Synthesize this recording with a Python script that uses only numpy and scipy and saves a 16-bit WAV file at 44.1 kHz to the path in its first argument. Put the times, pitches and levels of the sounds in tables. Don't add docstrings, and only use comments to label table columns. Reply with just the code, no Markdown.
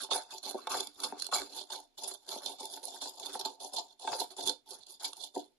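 import sys
import numpy as np
from scipy import signal
from scipy.fft import rfft, irfft, next_fast_len
from scipy.io import wavfile

SR = 44100
rng = np.random.default_rng(int(sys.argv[2]) if len(sys.argv) > 2 else 0)


def volts(x):
    e = np.asarray(x, float) / 20
    return 10 ** e


def master(y):
    cut = np.clip(np.atleast_2d(y).T, -1, 1)
    pcm = np.round(cut * 32767)
    wavfile.write(sys.argv[1], SR, pcm.astype(np.int16))


N = 246078


def rms_one(x):
    return x / np.sqrt(np.mean(x ** 2) + 1e-20)


def lowpass(x, order, hz):
    return signal.sosfilt(signal.butter(order, hz, fs=SR, output="sos"), x)


def highpass(x, order, hz):
    return signal.sosfilt(signal.butter(order, hz, "high", fs=SR, output="sos"), x)


def along_time(table):
    return np.interp(np.arange(N) / SR, *np.transpose(table))


def drift(rate_hz):
    r = np.exp(-32 * np.pi * rate_hz / SR)
    noise = rng.standard_normal(N // 16 + 3002)
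    slow = signal.lfilter([1], [1, -2 * r, r * r], noise)[3000:]
    return np.interp(np.arange(N) / 16, np.arange(len(slow)), rms_one(slow))


def grains(per_s, spread_db, alike):
    loudness_db = spread_db * np.minimum(rng.exponential(1, (3, N)), 4)
    sizes = volts(loudness_db) * rng.standard_normal((3, N))
    both, left, right = sizes * (rng.random((3, N)) < per_s / SR)
    share = np.clip(alike, 0, 1)
    return rms_one(np.sqrt(share) * both + np.sqrt(1 - share) * np.array([left, right]))


def body(force, modes, wander_db, blotch_db):
    out, energy = np.zeros((2, N)), 0
    for k, (hz, width, *side_db) in enumerate(modes):
        r = np.exp(-np.pi * width / SR)
        b = (1 - r * r) / 2 * np.array([1, 0, -1])
        a = [1, -2 * r * np.cos(2 * np.pi * hz / SR), r * r]
        share = volts(wander_db * drift(14.6) + blotch_db * drift(30))
        sign = (-1) ** ((k + 1) // 2)
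        ringing = signal.lfilter(b, a, force * share + 1e-18)
        out += sign * volts(side_db)[:, None] * ringing
        energy += np.mean(volts(side_db) ** 2) * np.pi * width / SR
    return out / np.sqrt(energy)


# (frequency [Hz], density [dB per Hz])
HUSH = [(15, -20.5), (25, 3.5), (65, -23.5), (134, -11), (170, -28), (250, -3), (652, -15), (1210, -24),
        (3990, -17), (12200, -42.5), (15800, -65), (22000, -120)]


def hush():
    hz = np.arange(1, N // 2 + 2) * SR / N
    table_hz, table_db = np.transpose(HUSH)
    colour = volts(np.interp(np.log(hz), np.log(table_hz), table_db))
    both, left, right = rng.standard_normal((3, N))
    noise = 0.15 * both + np.array([left, right])
    return volts(-79.5) * rms_one(irfft(rfft(noise) * colour, N))


def stroke_db(table, weight, swell_db_per_s, dying_db_per_s):
    t, power = np.arange(0, N, 16) / SR, 0
    bite_s = 0.0089
    for bite, swell, hold, grit_db, press_db in table:
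        crest_db = swell_db_per_s * swell
        rise_db = np.interp(t - bite, [-bite_s, 0, max(swell, .001)], [-45, 0, crest_db]) - crest_db
        fall_db = dying_db_per_s * np.maximum(t - bite - swell - hold, 0)
        power = power + volts(grit_db + weight * press_db + rise_db - fall_db) ** 2
    return np.interp(np.arange(N) / SR, t, power)


# (bite [s], swell [s], hold [s], grit [dB], pressure on the bowl [dB re grit])
JABS = [(0.0, 0.0019, 0.042, -43, -10), (0.305, 0.022, 0.052, -48, -12.5), (0.54, .012, 0.1, -61, 3),
        (0.93, 0.048, 0.027, -55, -12.5), (1.1, 0.014, 0.074, -62.5, 7.5), (1.18, 0.013, 0.068, -50, -13.5),
        (1.44, 0.015, 0.16, -57, -3), (1.51, .055, 0.053, -45, -9), (0.26, 0.069, .012, -57.5, 3),
        (1.66, 0.038, 0.018, -61, -6), (2.19, 0.09, 0.098, -59.5, -5), (2.7, 0.023, 0.047, -46.5, -8),
        (2.79, 0.045, 0.018, -61.5, 5), (3.12, 0.06, 0.062, -54, -2), (3.32, 0.017, 0.023, -46, -5.5),
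        (3.88, .03, 0.018, -63.5, -4), (3.995, 0.038, 0.058, -47.5, -5.5),
        (4.305, 0.0041, 0.011, -49.5, -6), (4.366, 0.0067, 0.085, -45, -4), (4.45, .025, 0.025, -39, -5.5),
        (4.78, 0.012, 0.046, -62.5, -8.5), (4.865, 0.031, 0.05, -53, -15.5)]
STROKES = [(0.106, 0.023, 0.031, -37, -3.5), (0.43, 0.032, 0.033, -41.5, -5),
           (0.695, 0.026, 0.083, -40, -3.5), (0.99, 0.055, 0.016, -46, -1.5),
           (1.315, 0.016, 0.065, -39, -5), (1.7, 0.033, 0.011, -42, -3.5),
           (1.974, 0.042, 0.078, -48.5, -3.5), (2.275, 0.034, 0.058, -47, -3),
           (2.42, 0.016, 0.076, -46, -4.5), (2.585, 0.029, 0.038, -46, -3.5),
           (2.83, 0.011, 0.12, -46.5, -5.5), (3.005, 0.039, 0.024, -42.5, -5.5),
           (3.18, 0.066, 0.054, -44.5, -6.5), (3.395, 0.082, 0.026, -52, 4.3),
           (3.6, 0.018, 0.033, -44, -4.5), (3.72, 0.053, 0.0052, -44.5, 1.5),
           (4.075, 0.055, 0.02, -40.5, -0.5), (4.19, 0.017, 0.0097, -43, -6),
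           (4.47, 0.018, 0.0048, -53, -2), (4.66, 0.066, 0.0077, -49.5, -6),
           (4.998, 0.041, 0.0078, -42.5, -7.5), (5.16, 0.057, 0.022, -49, -11),
           (5.343, 0.024, 0.014, -47.5, 5)]
# (time [s], level [dB re pressure])
BARE = [(0, -7), (.45, -11.5), (.61, -2), (.75, -5.5), (1.149, -6), (1.35, -2.5), (1.7, -17.5), (2.3, -13),
        (2.9, -21.5), (3.35, -14), (3.75, -27.5), (4.1, -15), (4.5, -13.5), (5.05, -12), (5.58, -32.5)]


def hand():
    grit = stroke_db(STROKES, 0, swell_db_per_s=173.5, dying_db_per_s=260)
    grit = grit + stroke_db(JABS, 0, swell_db_per_s=173.5, dying_db_per_s=600.5)
    press = stroke_db(STROKES, 0.77, swell_db_per_s=189, dying_db_per_s=257.5)
    press = press + stroke_db(JABS, 0.84, swell_db_per_s=189, dying_db_per_s=493.5)
    rest = volts(-93) ** 2
    grit_db, press_db = 10 * np.log10(np.array([grit, press]) + rest)
    return grit_db, press_db - grit_db, press_db - grit_db + along_time(BARE)


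# (time [s], peak level [dB])
SNAPS = [(0.0339, -24.5), (0.1316, -26), (0.3801, -23.5), (0.4319, -51), (0.6689, -37), (0.8043, -14),
         (0.87, -23), (0.83, -30), (1.0006, -21), (1.1969, -23), (1.2205, -12.5), (1.243, -22),
         (1.2656, -18.5), (1.363, -16), (1.3822, -20), (1.4169, -21), (1.8, -41), (2.289, -17.5),
         (2.4594, -18), (2.6534, -22.5), (2.7369, -25.5), (3.1968, -19), (3.2585, -22), (3.4106, -18),
         (3.457, -19.5), (4.0731, -30), (4.4737, -16), (4.494, -11), (5.1307, -24), (5.1676, -30)]
# (time [s], peak level [dB])
CRUMBLES = [(0.1072, -29.5), (0.316, -35), (0.7158, -25), (1.033, -17), (1.3314, -20.5), (1.5625, -26),
            (1.9768, -30.5), (2.0333, -22.5), (2.0747, -26.5), (2.1071, -30.5), (2.136, -29.5),
            (2.3106, -31.5), (2.3669, -44), (2.595, -35), (3.0125, -23), (3.3333, -32), (3.3917, -23),
            (3.4475, -24.5), (3.63, -44), (3.7317, -27.5), (3.7603, -24), (3.7823, -21), (4.1145, -25),
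            (4.1974, -23), (4.3842, -41), (4.7383, -35), (5.0424, -17), (5.075, -32.5), (5.2346, -30),
            (5.3913, -38)]


def crack_bursts():
    out, t = np.zeros(N), np.arange(2000) / SR
    for seeds, decay_s in (SNAPS, 0.0015), (CRUMBLES, 0.0075):
        shape = (1 - np.exp(-t / (0.83 * decay_s))) * np.exp(-t / decay_s)
        for s, db in seeds:
            out[round(s * SR):][:len(t)] += volts(db) * shape
    return out


# (time [s], peak level [dB], hardness [dB])
KNOCKS = [(0.088, -32.5, -18), (0.111, -17.5, -11.5), (0.436, -41, -8), (0.544, -16.5, -26.5),
          (0.671, -17, -2.5), (0.743, -17, -8), (1.035, -30, -22), (1.124, -16.5, -19.5),
          (1.288, -27.5, -13), (1.326, -22.5, 5.5), (1.357, -29, 10.5), (1.987, -36, -26),
          (2.109, -41, -18), (2.36, -24, -42), (2.605, -33, -36), (2.771, -29.5, -17), (3.019, -25, -22.5),
          (3.056, -29, -13), (3.351, -21, -17.5), (3.454, -22.5, -19), (3.764, -32, -27.5),
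          (4.046, -29.5, -38), (4.075, -15, -10.5), (4.086, -30, -19), (4.13, -21, -4.5), (4.214, -20, -13),
          (4.388, -26.5, -37), (5.027, -59, -22), (5.362, -17.5, -21)]


def knock_force(gain_db, hard_weight, contact_hz):
    time_s, knock_db, hard_db = np.transpose(KNOCKS)
    level_db = knock_db + hard_weight * hard_db + gain_db
    at = np.round(time_s * SR).astype(int)
    chance = rng.uniform(0, 1, (len(at), 2))
    rebound = at + (SR * (.002 + .005 * chance[:, 0])).astype(int)
    clicks = np.zeros(N + 1000)
    clicks[at] = volts(level_db)
    clicks[rebound] = -volts(level_db - 26 * chance[:, 1] + 7.0)
    return lowpass(clicks[:N], 1, contact_hz)


GRIT_HZ = [2880, 3570, 4150, 4820, 5060, 5390, 5930, 6500, 6980, 7230, 8500, 10050, 10900, 11800, 13500]
# (width [Hz], left level [dB], right level [dB])
GRIT = [(128, -38, -49.5), (177, -10.5, 4), (246, -10, 2.5), (72, -1, -21), (169, -17.5, -21),
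        (148, -5.5, -23.5), (230, -9, -45), (486, -10.5, -41.5), (170, -28.5, -7), (236, -5.5, -12.5),
        (600, -6, -21.5), (770, -10.5, -5), (610, -2.5, -28), (593, -14, -35), (1710, -0.5, -9.5)]


def grit_hiss(grit_db, lumps_db, cracks):
    grit = (volts(grit_db + 3.5 + lumps_db) + cracks) * grains(9000, 2.4, alike=0.16)
    force = grit + knock_force(6, 1, contact_hz=9000)
    top = body(force, np.c_[GRIT_HZ, GRIT], wander_db=3.0, blotch_db=3.0)
    return highpass(top, 4, 3000)


# (frequency [Hz], width [Hz], left level [dB], right level [dB])
BOWL = [(240.3, 70, -15, -11), (296, 15, -12.5, -1.5), (378.6, 36, -1.5, 2.5), (492, 120, -13.5, -17),
        (515.4, 46, -9, -8), (605, 50, -6.5, -2), (694.5, 53, 4, -16.5), (774, 100, 0.5, -13.5),
        (880, 39.8, 2, 7.5), (959, 205, -6, -14.5)]
# (time [s], tilt [dB])
PLACE = [(0, -5.5), (.2, 6), (.55, -3), (.75, -2.7), (1.101, -5), (1.33, -2), (1.42, -6), (1.75, 5),
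         (2.099, 0.9), (2.6, -0.2), (3.1, 1.5), (3.45, 0.5), (3.799, 2.5), (4.15, 5), (4.4, -0.5),
         (4.52, -3.5), (5.05, 3), (5.4, -4.5)]


def bowl_wall(grit_db, press_db, lumps_db, cracks):
    lumpy = volts(grit_db + 0.95 * lumps_db + 0.98 * drift(27))
    press = volts(press_db - 1.5) * (lumpy + volts(-11.5) * cracks)
    press = press * grains(4000, 1.75, alike=0.84)
    dull = knock_force(5, -0.26, contact_hz=417)
    rap = knock_force(15, 0.32, contact_hz=2500)
    rap = highpass(rap, 2, 600)
    bowl = body(press + dull + rap, BOWL, wander_db=2.0, blotch_db=2.0)
    bowl = lowpass(bowl, 2, 1500)
    tilt = volts(along_time(PLACE))
    deep = signal.sosfiltfilt(signal.butter(2, 560, fs=SR, output="sos"), bowl)
    return deep / tilt + (bowl - deep) * tilt


# (frequency [Hz], width [Hz], left level [dB], right level [dB])
RIM = [(1113, 120, 4.5, 3), (1487, 212, 3.5, 0.5), (1586, 30, -38.5, -5.5), (2265, 73, -2.5, -5.5),
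       (2620, 140, -0.5, -14)]


def bowl_rim(grit_db, bare_db, lumps_db, cracks):
    lumpy = volts(grit_db + 0.44 * lumps_db + 0.33 * drift(40))
    bare = volts(bare_db - 3.0) * (lumpy + volts(-9.0) * cracks)
    force = bare * grains(5000, 0.47, alike=0.66) + knock_force(3.5, 1, contact_hz=5860)
    return body(force, RIM, wander_db=4.5, blotch_db=-3.5)


# (frequency [Hz], width [Hz], left level [dB], right level [dB])
HEARTH = [(40, 13, -0.45, -6.5), (88, 390, -1, 3.5), (130, 65, 0, -7)]


def hearth_thud(grit_db, bare_db):
    thrust = volts(0.58 * (grit_db + bare_db) + 10) * grains(3400, 1.7, alike=0.27)
    return volts(-57.5) * body(thrust, HEARTH, wander_db=6.5, blotch_db=6.5)


def grinding():
    grit_db, press_db, bare_db = hand()
    lumps_db = 0.4 * drift(26) + 2.38 * drift(92)
    cracks = crack_bursts()
    near = grit_hiss(grit_db, lumps_db, cracks)
    near = near + bowl_wall(grit_db, press_db, lumps_db, cracks)
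    near = near + bowl_rim(grit_db, bare_db, lumps_db, cracks)
    return near, hearth_thud(grit_db, bare_db)


def kitchen(x, t60, wall_hz):
    size = next_fast_len(N + SR)
    w = 2 * np.pi * np.arange(size // 2 + 1) / size
    absorption = 1 + 1j * w * SR / (2 * np.pi * wall_hz)
    out = []
    for side in x:
        tail = 0
        for k, lag in enumerate(rng.uniform(0.0038, .03, 8) * SR):
            loop = volts(-60 * lag / SR / t60) * np.exp(-1j * w * lag)
            tail = tail + (-1) ** k * loop / (1 - loop)
        out.append(irfft(rfft(side, size) * tail / absorption, size)[:N])
    return np.array(out)


def scene():
    near, thud = grinding()
    near = highpass(near, 4, 215)
    return near + volts(-15.0) * kitchen(near, t60=0.17, wall_hz=4900) + thud + hush()


PORT_TOP_HZ = [7550, 12050]
PORT_ORDER = [10, 22]
PORT_LEAK_DB = [-34, -25]


def microphone_ports(dry):
    ports = []
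    for side, hz, order, leak_db in zip(dry, PORT_TOP_HZ, PORT_ORDER, PORT_LEAK_DB):
        ports.append(lowpass(side, order, hz) + volts(leak_db) * side)
    ports = ports + volts(-87.5) * rng.standard_normal(dry.shape)
    return signal.sosfilt(signal.cheby2(12, 50, 15300, fs=SR, output="sos"), ports)


def drop_weak_bands(side, margin_db, db_per_octave, whim_db):
    spectrum = signal.stft(side, window="cosine", nperseg=2048)[2]
    bands = spectrum[1:].reshape(128, 8, -1)
    level_db = 10 * np.log10(np.mean(np.abs(bands) ** 2, axis=1) + 1e-20)
    octave = np.log2(np.arange(128) + .5)
    reach_db = db_per_octave * np.abs(octave[:, None] - octave)
    cover_db = np.max(level_db[None] - reach_db[:, :, None], axis=1) - margin_db
    covered = level_db < cover_db + whim_db * rng.standard_normal(level_db.shape)
    spectrum[1:] *= np.repeat(np.where(covered, .03, 1), 8, axis=0)
    return signal.istft(spectrum, window="cosine", nperseg=2048)[1][:N]


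def roll_off(x):
    return signal.sosfilt(signal.butter(12, 14290, fs=SR, output="sos"), x)


def record(dry):
    ports = microphone_ports(dry)
    mix = np.array([drop_weak_bands(side, margin_db=10.5, db_per_octave=22, whim_db=3.0) for side in ports])
    return roll_off(mix)


dry = scene()
out = record(dry)
master(out)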